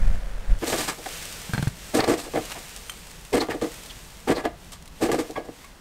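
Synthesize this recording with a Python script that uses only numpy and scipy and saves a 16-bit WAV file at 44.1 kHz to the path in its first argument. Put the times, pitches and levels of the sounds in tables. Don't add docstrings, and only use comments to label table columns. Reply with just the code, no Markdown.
import sys
import numpy as np
from scipy import signal
from scipy.fft import rfft, irfft, next_fast_len
from scipy.io import wavfile
from scipy.ndimage import map_coordinates

SR = 44100
rng = np.random.default_rng(int(sys.argv[2]) if len(sys.argv) > 2 else 0)


def output_pcm(signal):
    pcm = np.clip(np.atleast_2d(signal).T, -1, 1) * 32767
    wavfile.write(sys.argv[1], SR, np.round(pcm).astype(np.int16))


N = 255969

# start in seconds, length in seconds, level in dB.
HAND_SHIFTS = [(-0.04, 0.19, -16), (0.202, 0.22, -30.5), (0.462, 0.06, -15)]
# frequency in Hz, relative level in dB.
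RUMBLE_SPECTRUM = [(15, -18), (35, 27), (55, 8), (100, 2), (150, -14), (200, -4), (320, -39), (800, -62)]
RUB_SPECTRUM = [(150, -42), (250, -10), (379, -11.5), (544, 0.5), (1010, -11), (1670, -7), (2530, -14),
                (3900, -20.5), (9590, -24.5), (10500, -30), (15600, -39)]
KITCHEN_SPECTRUM = [(12, -27), (20, 3.5), (70, -10.5), (112, -19), (176, -8.5), (333, -16.5), (465, -17.5),
                    (520, -18.5), (987, -17.5), (1420, -23), (2040, -21.5), (2340, -28), (2620, -23.5),
                    (7970, -31.5), (15600, -40)]
DRONE_SPECTRUM = [(15, -9), (30, -2), (46, 4.5), (62, -3), (85, -9), (128, -10), (170, -8), (260, -23),
                  (900, -47)]
FIZZ_SPECTRUM = [(150, 4), (250, -3.5), (470, 6.5), (900, 1), (1200, 2.5), (2600, 4.5), (5000, 1.5),
                 (8700, 1.5), (10300, -5), (13500, -4.5), (15700, -12)]
TICK_SPECTRUM = [(600, -4), (1500, 4), (4000, 5.5), (9000, 6), (16000, -7)]
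RASP_SPECTRUM = [(500, 2.5), (950, 4), (1500, 0.5), (2200, 1), (3500, -10.5), (5000, -11.5), (9000, -59)]
CRUNCH_SPECTRUM = [(1500, -11), (3500, -1), (4500, 0), (6000, -3.5), (8600, 0), (10200, -10), (13500, -9.5),
                   (16000, -26)]
# time in seconds, level in dB.
DRONE_LEVELS = [(0.7, -43), (0.95, -51.5), (1.6, -45.5), (2.2, -49), (3.3, -49.5), (4.1, -47.5),
                (4.3, -45.5), (5.1, -48), (5.4, -57)]
# start in seconds, length in seconds, level in dB.
RICE_HEAPS = [(0.542, 0.3, -31), (0.95, 0.71, -35.5), (1.685, 0.64, -41), (2.253, 1.5, -39),
              (3.55, 0.81, -43), (4.53, 0.072, -42.5), (4.873, 0.42, -44.5), (5.422, 0.21, -49)]
# time in seconds, relative level in dB.
BRIGHT_CLICKS = [(1.225, -33.5), (1.2523, -31.5), (1.3255, -33.5), (1.535, -33.5), (1.625, -33),
                 (1.6771, -34), (2.519, -33), (2.7632, -32.5), (3.069, -41.5), (3.112, -40.5),
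                 (3.25, -39.5), (3.8347, -39.5), (3.8592, -37.5), (4.7187, -39), (4.824, -45),
                 (4.8569, -44), (4.8772, -42), (5.3096, -39), (5.646, -45)]
# start in seconds, length in seconds, pot level in dB,
# pot centre in Hz, wall scrape level in dB, rice crunch level in dB.
SPOON_STROKES = [(0.613, 0.044, -29, 434, -31.5, -58), (0.66, 0.078, -29, 440, -34.5, -29.5),
                 (0.72, 0.0069, -21, 397, -19.5, -44), (0.771, 0.076, -32, 390, -29.5, -29),
                 (0.872, 0.029, -33.5, 640, -25, -29), (0.979, 0.017, -36, 464, -52, -46),
                 (1.057, 0.0056, -29, 640, -53, -43), (1.936, 0.042, -17.5, 416, -26, -26.5),
                 (1.983, 0.013, -18.5, 494, -17.5, -35), (2.028, 0.014, -22.5, 530, -26, -40),
                 (2.068, 0.075, -17, 410, -26.5, -32), (2.168, 0.098, -37.5, 402, -38.5, -37),
                 (2.255, 0.013, -34, 530, -52, -60), (2.342, 0.036, -20.5, 400, -31, -59),
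                 (2.549, 0.03, -37.5, 560, -39.5, -66), (3.323, 0.059, -17, 340, -25, -32),
                 (3.404, 0.017, -21.5, 440, -24.5, -38.5), (3.49, 0.033, -29.5, 426, -27.5, -42.5),
                 (3.537, 0.014, -26, 444, -48, -49), (3.613, 0.035, -21.5, 386, -33.5, -39.5),
                 (4.269, 0.052, -19, 417, -25, -36), (4.357, 0.045, -28.5, 446, -31.5, -44.5),
                 (4.44, 0.0075, -18.5, 590, -25.5, -47), (4.716, 0.016, -58, 520, -43, -39),
                 (5.005, 0.057, -19.5, 393, -28.5, -34), (5.082, 0.013, -18.5, 444, -32, -60),
                 (5.114, 0.035, -19.5, 370, -29.5, -35), (5.177, 0.022, -18.5, 390, -26.5, -32),
                 (5.289, 0.011, -29, 430, -52, -58), (5.365, 0.017, -24.5, 483, -38, -53),
                 (5.443, 0.009, -36.5, 480, -55, -50), (5.484, 0.0068, -38, 330, -50, -51)]
# frequency in Hz, bandwidth in Hz, relative level in dB.
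POT_MODES = [(124, 107, -13), (167.6, 61, -10), (259, 63, -2), (304, 53, 2), (338, 37, 1.5), (463, 58, 2.5),
             (509, 110, -3), (624, 84, -5.5), (690, 26, -5), (757.6, 62, -8)]
WALL_MODES = [(1184, 56, 8), (1264, 60, -6), (1692, 42, 5), (2060, 67, 1), (2500, 1600, -17),
              (3280, 350, -7.5), (3210, 130, -53), (4160, 44, -15.5)]
# time in seconds, pot level in dB, contact hardness in dB.
POT_BUMPS = [(0.6227, -19, -23), (0.727, -28, 4), (0.737, -15, -12), (1.0598, -27, -5), (1.9445, -13, -17),
             (2.0775, -26, -1), (2.337, -19, -11), (3.338, -13.5, -12.5), (3.405, -38, -4),
             (3.486, -16.5, -14), (3.614, -33, 5), (4.278, -39, -18), (4.296, -7.5, -20),
             (4.453, -15.5, -4.5), (5.020, -20, -14), (5.1165, -32, 11), (5.4862, -23.5, -18)]
# time and half-width in seconds, pitch in Hz, relative level in dB.
WALL_SQUEALS = [(1.063, 0.0045, 1800, -29), (2.006, 0.0034, 4200, -19.5), (2.044, 0.0041, 4200, -24.5),
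                (2.367, 0.017, 1770, -33.5), (3.412, 0.011, 4160, -24), (3.511, 0.0079, 1800, -26),
                (3.907, 0.011, 3320, -35.5), (4.365, 0.013, 4230, -33.5), (4.451, 0.0058, 1700, -46)]
# time in seconds, relative thump level in dB,
# thump frequency in Hz, relative clack level in dB.
PLATE_TAPS = [(1.494, -22, 170, -36), (1.5353, -12.5, 117, -18), (1.546, -19.5, 208, -21),
              (1.5789, -14, 152, -19.5), (1.5945, -12, 144, -36), (1.627, -12, 146, -22),
              (1.6719, -8, 124, -24.5)]
# frequency in Hz, relative level in dB, 60 dB decay time in seconds.
PLATE_MODES = [(880, 2, 0.018), (1584, 6, 0.019), (2250, -11, 0.053), (3230, -11, 0.036),
               (3620, -13, 0.056), (4200, -8, 0.053), (6250, -22, 0.042)]
FORK_MODES = [(1410, -21, 0.034), (1930, -6, 0.061), (3122, 14.5, 0.041), (4080, -1, .05), (5240, -13, .04),
              (6300, 1, 0.049), (7060, 6, 0.046), (8650, 6, 0.046), (11800, 0, .028), (13100, -9, .032)]
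LINER_MODES = [(1127, 8.5, 0.071), (1656, -3.5, 0.18), (2170, 8, 0.09), (2290, 1.5, 0.077),
               (3350, 0.5, 0.039), (4520, -17, 0.066), (5300, -15, 0.082)]
# time and half-width in seconds, relative level in dB,
# share of clean tap from 0 to 1.
FORK_GRAZES = [(2.518, 0.015, -39, 0), (2.897, 0.0013, -28, 0.73), (2.922, 0.0017, -50, 0.2)]
LINER_GRAZES = [(5.363, 0.0055, -25.5, 0.25), (5.644, 0.0039, -41, 0.64)]
# frequency in Hz, 60 dB decay time in seconds.
ROOM_DECAY = [(150, 0.21), (1000, 0.4), (10000, 0.11)]


def amp(db):
    return 10 ** (np.asarray(db) / 20)


def rms(x):
    return np.sqrt(np.mean(x ** 2) + 1e-20)


def unit(x):
    return x / rms(x)


def clock():
    return np.arange(N) / SR


def along(points, hz):
    freqs, values = np.transpose(points)
    return np.interp(np.log(hz + 1), np.log(freqs), values)


def filtered(x, response):
    size = next_fast_len(len(x) + 8192)
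    return irfft(rfft(x, size) * response(np.fft.rfftfreq(size, 1 / SR)), size)[:len(x)]


def coloured(x, spectrum):
    return unit(filtered(x, lambda hz: amp(along(spectrum, hz))))


def resonated(x, modes):
    def response(f):
        return sum((-1) ** k * amp(db) * 1j * f * width / (hz * hz - f * f + 1j * f * width)
                   for k, (hz, width, db) in enumerate(modes))
    return unit(filtered(x, response))


def grains(size, per_s, spread_db):
    occurs = rng.random(size) < per_s / SR
    direction = np.sign(rng.standard_normal(size))
    strength = amp(spread_db * np.clip(rng.standard_normal(size), -2, 2))
    return unit(occurs * direction * strength)


def ring(modes, t):
    return sum(amp(db + rng.normal(0, 0.57) - 60 * t / t60) * np.sin(2 * np.pi * hz * t)
               for hz, db, t60 in modes)


def swell(t, length, rise_s, sag, fall):
    onset = np.sin(np.pi / 2 * np.clip(t / rise_s, 0, 1)) ** 2
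    return onset * amp(-sag * np.maximum(t, 0) - fall * np.maximum(t - length, 0))


def add(track, start_s, sound):
    part = track[max(round(start_s * SR), 0):][:len(sound)]
    part += sound[:len(part)]


def hand_rumble():
    rocking_hz, let_go_s = 12.0, 0.592
    grip_rub_db, shift_rub_db = -48.5, -33.5
    shifts = sum(amp(db) * swell(clock() - start, length, rise_s=0.057, sag=0, fall=280)
                 for start, length, db in HAND_SHIFTS)
    waver = resonated(rng.standard_normal(N), [(5.4, 7.2, 0)])
    rocking = np.sin(2 * np.pi * np.cumsum(rocking_hz * (1 + 0.19 * waver)) / SR)
    rumble = 1.32 * rocking + 0.72 * coloured(rng.standard_normal(N), RUMBLE_SPECTRUM)
    rub = coloured(grains(N, per_s=3000, spread_db=5), RUB_SPECTRUM)
    held = np.clip((let_go_s - clock()) / 0.0064, 0, 1)
    return held * (rumble * shifts + rub * (amp(grip_rub_db) + amp(shift_rub_db) * shifts))


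def background():
    kitchen = amp(-49.0) * coloured(rng.standard_normal(N), KITCHEN_SPECTRUM)
    drift = amp(np.interp(clock(), *np.transpose(DRONE_LEVELS)))
    return kitchen + drift * coloured(rng.standard_normal(N), DRONE_SPECTRUM)


def rice_parting():
    settling = sum(amp(db) * swell(clock() - start, length, rise_s=0.22, sag=10.5, fall=80)
                   for start, length, db in RICE_HEAPS)
    fizz = coloured(grains(N, per_s=20000, spread_db=3), FIZZ_SPECTRUM)
    ticks = coloured(grains(N, per_s=90, spread_db=4.5), TICK_SPECTRUM)
    return settling * (fizz + amp(-10) * ticks)


def pot_modes(centre_hz):
    tilt = 30 * np.log(centre_hz / 420)
    return [(hz, width, db + tilt * np.log(max(hz, 220) / 420)) for hz, width, db in POT_MODES]


def spoon_strokes():
    judder_db, judder_per_s = 1.85, 116
    pot_lead_s = 0.007
    out = np.zeros(N)
    t = np.arange(SR // 3) / SR
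    for start, length, pot_db, centre_hz, scrape_db, crunch_db in SPOON_STROKES:
        wander = map_coordinates(rng.standard_normal(128), [t * judder_per_s])
        judder = unit(amp(judder_db * wander))
        push, rub, tear = (judder * swell(t, length, rise_s=0.016, sag=72, fall=fall)
                           for fall in (407, 454, 480))
        slips = grains(len(t), per_s=2000, spread_db=3.5)
        pot = resonated(push * slips, pot_modes(centre_hz))
        wall = resonated(rub * slips, WALL_MODES)
        rasp = coloured(rub * grains(len(t), per_s=4500, spread_db=2.5), RASP_SPECTRUM)
        crunch = coloured(tear * grains(len(t), per_s=4000, spread_db=3), CRUNCH_SPECTRUM)
        add(out, start - pot_lead_s, amp(pot_db) * rms(push) * pot)
        add(out, start, amp(scrape_db) * rms(rub) * (0.41 * wall + 0.8 * rasp))
        add(out, start, amp(crunch_db) * rms(tear) * crunch)
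    return out


def pot_bumps():
    out = np.zeros(N)
    t = np.arange(SR // 6) / SR
    impulse = 1.0 * (t == 0)
    for start, db, hardness_db in POT_BUMPS:
        pot = resonated(impulse, pot_modes(centre_hz=540 + 9.5 * hardness_db))
        wall = resonated(impulse, WALL_MODES)
        ringing = pot / np.abs(pot).max() + amp(hardness_db) * wall / np.abs(wall).max()
        click = coloured(rng.standard_normal(len(t)), CRUNCH_SPECTRUM) * amp(-60 * t / 0.035)
        add(out, start, amp(db) * (ringing + amp(-13 + 1.6 * hardness_db) * click))
    return out


def wall_squeals():
    out = np.zeros(N)
    t = np.arange(-SR // 12, SR // 12) / SR
    for peak_s, half_width, hz, db in WALL_SQUEALS:
        envelope = np.exp(-(t / half_width) ** 2)
        tone = resonated(rng.standard_normal(len(t)) * envelope, [(hz, 380, 0)])
        add(out, peak_s + t[0], amp(db - 3.8) * rms(envelope) * tone)
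    return out


def bright_clicks():
    t60_s = 0.038
    out = np.zeros(N)
    t = np.arange(SR // 12) / SR
    for start, db in BRIGHT_CLICKS:
        crackle = grains(len(t), per_s=21000, spread_db=15.5) * amp(-60 * t / t60_s)
        add(out, start, 0.19 * amp(db) * coloured(crackle, TICK_SPECTRUM))
    return out


def plate_knocks():
    out = np.zeros(N)
    t = np.arange(SR // 4) / SR
    thump_envelope = (1 - np.exp(-t / 0.00039)) * amp(-60 * t / 0.06)
    for start, thump_db, hz, clack_db in PLATE_TAPS:
        thump = -np.sin(2 * np.pi * hz * t) * thump_envelope
        crack = coloured(rng.standard_normal(len(t)), RASP_SPECTRUM) * amp(-60 * t / 0.087)
        clack = 0.39 * ring(PLATE_MODES, t) + 0.26 * crack
        add(out, start, 0.83 * amp(thump_db) * thump + amp(clack_db) * clack)
    return out


def metal_grazes(touches, modes, scratch_db):
    scratch_spectrum = [(500, 11), (1400, 17), (3000, 14), (9000, 3), (13000, 2), (16000, -19)]
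    out = np.zeros(N)
    t = np.arange(-SR // 20, SR // 4) / SR
    for peak_s, half_width, db, tap_share in touches:
        slips = grains(len(t), per_s=8700, spread_db=13.0) * np.exp(-(t / half_width) ** 2)
        force = (1 - tap_share) * slips / np.linalg.norm(slips) + tap_share * (t == 0)
        ringing = unit(signal.fftconvolve(force, ring(modes, t - t[0]))[:len(t)])
        scratch = amp(scratch_db) * coloured(slips, scratch_spectrum)
        gain = amp(db) * np.sqrt((half_width + 0.0032) / (t[-1] - t[0]))
        add(out, peak_s + t[0], gain * (tap_share ** 0.21 * ringing + (1 - tap_share) * scratch))
    return out


def reverberation(x):
    hz, t, noise = signal.stft(rng.standard_normal(SR // 2), SR, nperseg=256)
    decay = amp(-60 * t / along(ROOM_DECAY, hz)[:, None])
    tail = signal.istft(noise * decay, SR, nperseg=256)[1]
    delayed = np.pad(x, (SR // 200, 0))
    return signal.fftconvolve(delayed, tail / np.linalg.norm(tail))[:N]


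def scene():
    liner = metal_grazes(LINER_GRAZES, LINER_MODES, scratch_db=-20)
    fork = metal_grazes(FORK_GRAZES, FORK_MODES, scratch_db=4.5)
    spoon = spoon_strokes() + pot_bumps() + wall_squeals() + plate_knocks()
    serving = spoon + fork + liner + rice_parting() + bright_clicks()
    return (serving + amp(-17) * reverberation(serving) + background() + hand_rumble())[None]


def record(dry):
    cutoff_hz = 15750
    return filtered(dry[0], lambda hz: hz < cutoff_hz)[None]


dry = scene()
out = record(dry)
output_pcm(out)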